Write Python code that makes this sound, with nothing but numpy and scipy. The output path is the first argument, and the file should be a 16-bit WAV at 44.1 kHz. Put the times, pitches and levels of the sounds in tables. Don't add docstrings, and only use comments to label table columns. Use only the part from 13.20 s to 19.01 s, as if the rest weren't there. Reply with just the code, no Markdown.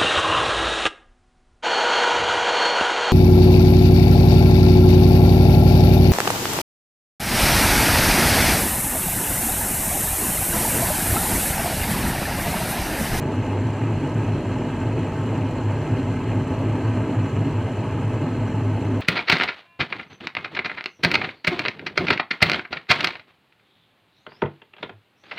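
import sys
import numpy as np
from scipy import signal
from scipy.fft import rfft, irfft, next_fast_len
from scipy.io import wavfile
from scipy.ndimage import uniform_filter1d, map_coordinates

SR = 44100
rng = np.random.default_rng(int(sys.argv[2]) if len(sys.argv) > 2 else 0)


def to_wav(s):
    ch = np.atleast_2d(s).T
    pcm = np.round(np.clip(ch, -1, 1) * 32767)
    wavfile.write(sys.argv[1], SR, pcm.astype(np.int16))


N = 256220

# time_s, rumble_level_db, fizz_level_db
BOIL_COURSE = [(0, -30.5, -52), (1.2, -30.5, -52.5), (2.4, -31, -53), (3.5, -30.5, -53),
               (4.6, -31.5, -53.5), (5.81, -32, -54)]
# frequency_hz, relative_level_db
BODY_COLOUR = [(15, -47), (28, -36.5), (65, -25), (100, -15), (190, -17.5), (320, -17), (470, -26),
               (550, -28.5), (700, -32.5), (1050, -31), (1450, -40), (1950, -40), (2950, -41), (3550, -56),
               (5200, -62.5), (7000, -61.5), (7950, -63.5), (10800, -73), (12400, -73.5), (12800, -76),
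               (15000, -91)]
# frequency_hz, side_gain_db
PORT_SPREAD = [(100, -75), (150, -62), (200, -33), (270, -33), (370, -20), (900, -21.5), (1600, -21.5),
               (2600, -25.5), (2900, -16), (3300, -13), (3650, -3.5), (5300, -2), (7300, -4), (9000, 0.5),
               (10500, 3.5), (14000, -2.5)]
# frequency_hz, side_phase_rad
PORT_LAG = [(300, -2.5), (2500, -4.5), (3600, -2), (8000, -1.5)]
MODE_PITCHES = [45, 146, 256, 320, 385, 440, 505, 590, 625, 660, 775, 843, 882, 965, 1290, 1535, 1630, 1820,
                2078, 2430, 2610, 2880, 3285, 3880, 4020, 4165, 4290, 4525, 5635, 6080, 6270, 7340, 7480,
                7760, 9260, 9580]
# width_hz, level_over_body_db
MODE_BELLS = [(11.9, 13), (24.7, 7.5), (47.7, 8.5), (22.2, 4.5), (34.4, 5.5), (35.2, 5.5), (30.6, 6),
              (40, 5), (40, 9), (40, 8), (60, 4.5), (33, 9.5), (37.4, 10.5), (55, 6), (99, 5.5), (70, 8),
              (121, 7), (110, 4), (90, 5), (60, 3.5), (90, 5.5), (120, 2.5), (60, 4.5), (80, 6), (90, 4),
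              (125, 12), (119.7, 7), (70, 6), (60, 7), (130, 8), (220, 6.5), (190, 11), (160, 11),
              (240, 1.5), (150, 3.5), (340, 6)]
# time_s, relative_level_db
DEEP_NOISE_LEVEL = [(0.1, -29), (0.3, -30), (0.5, -28.5), (0.7, -30), (0.9, -31), (1.1, -27.5), (1.3, -29),
                    (1.5, -30.5), (1.7, -27.5), (1.9, -34.5), (2.1, -27.5), (2.3, -31), (2.5, -28),
                    (2.7, -35), (2.9, -27.5), (3.1, -32.0), (3.3, -28), (3.5, -29), (3.7, -30.5),
                    (3.9, -26), (4.1, -29.5), (4.3, -29), (4.5, -31), (4.7, -30.5), (4.9, -30.5),
                    (5.1, -28), (5.3, -26.5), (5.5, -30), (5.7, -24.5)]
# start_s, length_s, level_db, pitch_hz
GLUG_NOTES = [(0.285, 0.038, -28, 267), (0.412, 0.031, -21, 257.5), (0.821, 0.028, -23, 268),
              (0.98, 0.033, -28.5, 271), (1.029, 0.046, -28, 281.4), (1.146, 0.021, -22, 261),
              (1.607, 0.025, -28, 263), (1.648, 0.033, -30, 270), (1.765, 0.025, -28, 270),
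              (2.237, 0.034, -23, 270), (2.703, 0.045, -25.5, 260), (2.789, 0.027, -21, 267),
              (3.434, 0.039, -24, 260), (3.854, 0.067, -29, 286.8), (4.052, 0.026, -24.5, 261),
              (4.25, 0.042, -24.5, 274), (5.458, 0.045, -25.5, 255.3), (5.719, 0.033, -23, 255.2)]
# start_s, length_s, level_db, pitch_hz
HUM_SWELLS = [(0.051, 0.027, -23.5, 108), (0.08, 0.024, -27, 108.4), (0.168, 0.061, -21, 106.7),
              (0.295, 0.14, -23, 102.8), (0.452, 0.049, -20.5, 108.7), (0.619, 0.1, -20, 110.4),
              (0.719, 0.061, -23.1, 101.1), (0.947, 0.08, -20.5, 109.3), (1.056, 0.097, -22.5, 106.1),
              (1.256, 0.078, -25.5, 101.6), (1.337, 0.045, -27, 113.3), (1.412, 0.031, -27, 110.3),
              (1.453, 0.054, -32, 114.6), (1.608, 0.042, -24.5, 105.8), (1.655, 0.054, -21.5, 107.3),
              (1.746, 0.031, -24, 120), (1.802, 0.033, -25.5, 110.3), (1.842, 0.033, -26.1, 106.2),
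              (1.989, 0.031, -22, 116.1), (2.015, 0.04, -24, 106.1), (2.097, 0.07, -23.2, 106.8),
              (2.164, 0.035, -24, 109.7), (2.199, 0.086, -23, 106.2), (2.329, 0.031, -24, 111),
              (2.435, 0.091, -20, 105.7), (2.528, 0.031, -22, 107.9), (2.584, 0.055, -24.5, 104.4),
              (2.712, 0.044, -17, 107.9), (2.832, 0.029, -23, 101.7), (2.873, 0.06, -23, 107.9),
              (2.964, 0.033, -27, 106.8), (3.026, 0.03, -26, 99.8), (3.082, 0.059, -21, 107.7),
              (3.157, 0.043, -17.5, 108.5), (3.31, 0.055, -24.5, 102.5), (3.441, 0.1, -21, 108.5),
              (3.643, 0.07, -19.5, 110.7), (3.769, 0.061, -21, 107.6), (3.967, 0.045, -16, 110.3),
              (4.02, 0.047, -21.6, 104.8), (4.124, 0.034, -22, 112.1), (4.162, 0.076, -20.5, 105.5),
              (4.259, 0.04, -25, 115.2), (4.342, 0.073, -20, 105.2), (4.432, 0.041, -19.5, 103.7),
              (4.577, 0.05, -20.5, 109.6), (4.669, 0.04, -24, 107.9), (4.718, 0.029, -22, 100.3),
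              (4.75, 0.068, -23.5, 107.2), (4.828, 0.076, -21, 107.4), (4.93, 0.041, -20.5, 110.6),
              (5.107, 0.066, -25, 108), (5.184, 0.1, -22, 107), (5.335, 0.07, -20.5, 108.3),
              (5.418, 0.164, -20.5, 107.8), (5.648, 0.17, -23, 105.3)]

SPLIT_HZ, RUMBLE_DB = 3300, 4
DRIFT_DB = 0.67
DEEP_HZ, DEEP_WIDTH_HZ, DEEP_DB = 270, 92, -1.0
CHURN_HZ, CHURN_WIDTH_HZ, CHURN_DB = 372, 140, 3
GLUG_DB, GLUG_EDGE_S, GLUG_BEND_HZ_PER_S = -1.5, 0.023, 130
GLUG_COVER = 0.37
HUM_HZ, FLUTTER_HZ = 105.7, 1.59
MURMUR_DB, MURMUR_WIDTH_HZ = -31.5, 14.3
RISE_S, FALL_S, SAG_HZ_PER_S = 0.0301, 0.045, 16.88
CREST_DB, UNEVEN_DB, DOME_DB = -0.5, 0.56, 1.5
TURN_CYCLES = 0.3
BLIP_COUNT, BLIP_DB = 500, -41
BLIP_HZ, BLIP_LOG_SPREAD = 800.6, 0.35
BLIP_CYCLES, BLIP_RISE = 16.07, 0.1497
TOP_HZ = 15140


def boil():
    rumble_db, fizz_db = curves(BOIL_COURSE)
    clump_db = 0.25 * wobble(18) + 0.4 * wobble(40) + 0.45 * wobble(110)
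    low = lambda hz: 1 / np.sqrt(1 + (hz / SPLIT_HZ) ** 16)
    high = lambda hz: np.sqrt(1 - low(hz) ** 2)
    large = amp(0.78 * clump_db) * collapses(1500, spread_db=2.0, wash=1.42)
    small = amp(0.7 * clump_db) * collapses(2500, spread_db=2.6, wash=1.4)
    large = patchy(large, patchy_db=0.74)
    small = patchy(small, patchy_db=1.3)
    rumble = amp(rumble_db + RUMBLE_DB) * through_jug(large, low, room_ring=0.14)
    fizz = amp(fizz_db) * through_jug(small, high, room_ring=0.3)
    return with_glugs(rumble) + fizz


def collapses(per_second, spread_db, wash):
    happens = rng.random(N) < per_second / SR
    size = happens * amp(spread_db * np.minimum(rng.exponential(size=N), 4))
    blows = unit(size * rng.standard_normal((2, N)))
    return blows + wash * rng.standard_normal((2, N))


def patchy(x, patchy_db):
    z = signal.stft(x, nperseg=256)[2]

    def field(bins, frames):
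        noise = rng.standard_normal(z.shape[1:])
        across_pitch = uniform_filter1d(noise, bins, 0)
        return unit(uniform_filter1d(across_pitch, frames, 1))

    gain = amp(patchy_db * field(5, 6) + DRIFT_DB * field(2, 40))
    return signal.istft(z * gain, nperseg=256)[1][:, :N]


def jug(hz, ring=1):
    lift = 0
    for centre, (width, db) in zip(MODE_PITCHES, MODE_BELLS):
        lift = lift + (amp(db) ** 2 - 1) * bell(hz, centre, width, 2) ** 2
    return amp(along(BODY_COLOUR, hz)) * np.sqrt(np.clip(1 + ring * lift, 1e-3, None))


def through_jug(blows, band, room_ring):
    spread = lambda hz: amp(along(PORT_SPREAD, hz))
    mid = filtered(blows[0], lambda hz: jug(hz) * band(hz), causal=True)
    scattered = filtered(blows[1], lambda hz: jug(hz, room_ring) * band(hz) * spread(hz), causal=True)
    slanted = filtered(mid, lambda hz: 0.14 * spread(hz) * np.exp(1j * along(PORT_LAG, hz)))
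    side = scattered + slanted
    level = np.std(filtered(mid, lambda hz: hz > 200))
    return np.array([mid + side, mid - side]) / level


def with_glugs(rumble):
    deep_db, = curves(DEEP_NOISE_LEVEL)
    notes, filled = glugs()
    deep = filtered(rumble, lambda hz: bell(hz, DEEP_HZ, DEEP_WIDTH_HZ, 4))
    deep_gain = amp(deep_db - deep_db.mean() + DEEP_DB) * (1 - GLUG_COVER * filled)
    churn = filtered(rumble, lambda hz: bell(hz, CHURN_HZ, CHURN_WIDTH_HZ, 4))
    churn_gain = amp(CHURN_DB * (filled - filled.mean()))
    return rumble + (deep_gain - 1) * deep + (churn_gain - 1) * churn + notes


def glugs():
    notes, filled = np.zeros(N), np.zeros(N)
    for start_s, length_s, db, hz in GLUG_NOTES:
        near, u = moments(start_s, length_s, GLUG_EDGE_S, GLUG_EDGE_S)
        shape = rise_and_fall(u, length_s, GLUG_EDGE_S, GLUG_EDGE_S)
        cycles = (hz + GLUG_BEND_HZ_PER_S * (u - length_s) / 2) * u + rng.random()
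        notes[near] += np.sqrt(2) * amp(db + GLUG_DB) * shape * np.sin(2 * np.pi * cycles)
        filled[near] = np.maximum(filled[near], shape)
    return notes, filled


def hum():
    swing, filled, note_hz = np.zeros(N, complex), np.zeros(N), np.full(N, float(HUM_HZ))
    for k, (start_s, length_s, db, hz) in enumerate(HUM_SWELLS):
        near, u = moments(start_s, length_s, RISE_S, FALL_S)
        shape = rise_and_fall(u, length_s, RISE_S, FALL_S)
        dome = amp(db - DOME_DB * (2 * u / length_s - 1) ** 2 * shape)
        swing[near] += dome * shape * np.exp(1j * np.pi * TURN_CYCLES * (-1) ** k)
        note_hz[near] = np.where(shape > filled[near], hz - SAG_HZ_PER_S * u, note_hz[near])
        filled[near] = np.maximum(filled[near], shape)
    cycles = np.cumsum(note_hz + FLUTTER_HZ * wobble(34)) / SR + rng.random()
    swells = np.sqrt(2) * np.imag(swing * np.exp(2j * np.pi * cycles))
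    noise = filtered(rng.standard_normal(N), lambda hz: bell(hz, HUM_HZ, MURMUR_WIDTH_HZ, 2))
    murmur = amp(MURMUR_DB) * unit(noise)
    return amp(CREST_DB + UNEVEN_DB * wobble(30)) * swells + (1 - filled) * murmur


def blips():
    when, size = rng.random((2, BLIP_COUNT, 1))
    hz = BLIP_HZ * np.exp(BLIP_LOG_SPREAD * rng.standard_normal((BLIP_COUNT, 1)))
    step = np.arange(SR // 10)
    age = step / SR * hz / BLIP_CYCLES
    cycles = BLIP_CYCLES * age * (1 + BLIP_RISE * age / 2)
    tone = age * np.exp(-2 * age) * np.sin(2 * np.pi * cycles)
    loudness = amp(7.4 * size) * BLIP_HZ / hz
    where = (when * N).astype(int) + step
    together = np.bincount(where.ravel(), (loudness * tone).ravel())[:N]
    return amp(BLIP_DB) * unit(np.pad(together, (0, N - len(together))))


def amp(db):
    return 10 ** (np.asarray(db) / 20)


def unit(x):
    return x / np.sqrt(np.mean(x ** 2) + 1e-20)


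def bell(hz, centre_hz, width_hz, power):
    return 1 / (1 + (2 * (hz - centre_hz) / width_hz) ** power)


def along(points, hz):
    f, v = np.transpose(points)
    return np.interp(np.log(hz + 1), np.log(f + 1), v)


def curves(rows):
    s, *cols = np.transpose(rows)
    return [np.interp(np.arange(N) / SR, s, c) for c in cols]


def wobble(rate):
    knots = rng.standard_normal(int(N * rate / SR) + 4)
    return map_coordinates(knots, [np.arange(N) * rate / SR])


def moments(start_s, length_s, before_s, after_s):
    near = slice(max(round((start_s - before_s) * SR), 0), round((start_s + length_s + after_s) * SR))
    return near, np.arange(N)[near] / SR - start_s


def rise_and_fall(u, length_s, rise_s, fall_s):
    edge = np.minimum(u / rise_s, (length_s - u) / fall_s)
    return np.sin(np.pi / 2 * np.clip(edge + 0.5, 0, 1)) ** 2


def filtered(x, gain, causal=False):
    m = 2 * next_fast_len(N // 2 + SR // 2)
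    response = gain(np.fft.rfftfreq(m, 1 / SR))
    if causal:
        cepstrum = irfft(np.log(response + 1e-9), m)
        cepstrum[1:m // 2] *= 2
        cepstrum[m // 2 + 1:] = 0
        response = np.exp(rfft(cepstrum))
    return irfft(rfft(x, m) * response, m)[..., :N]


def scene():
    return boil() + hum() + blips()


def record(dry):
    return filtered(dry, lambda hz: hz < TOP_HZ)


dry = scene()
out = record(dry)
to_wav(out)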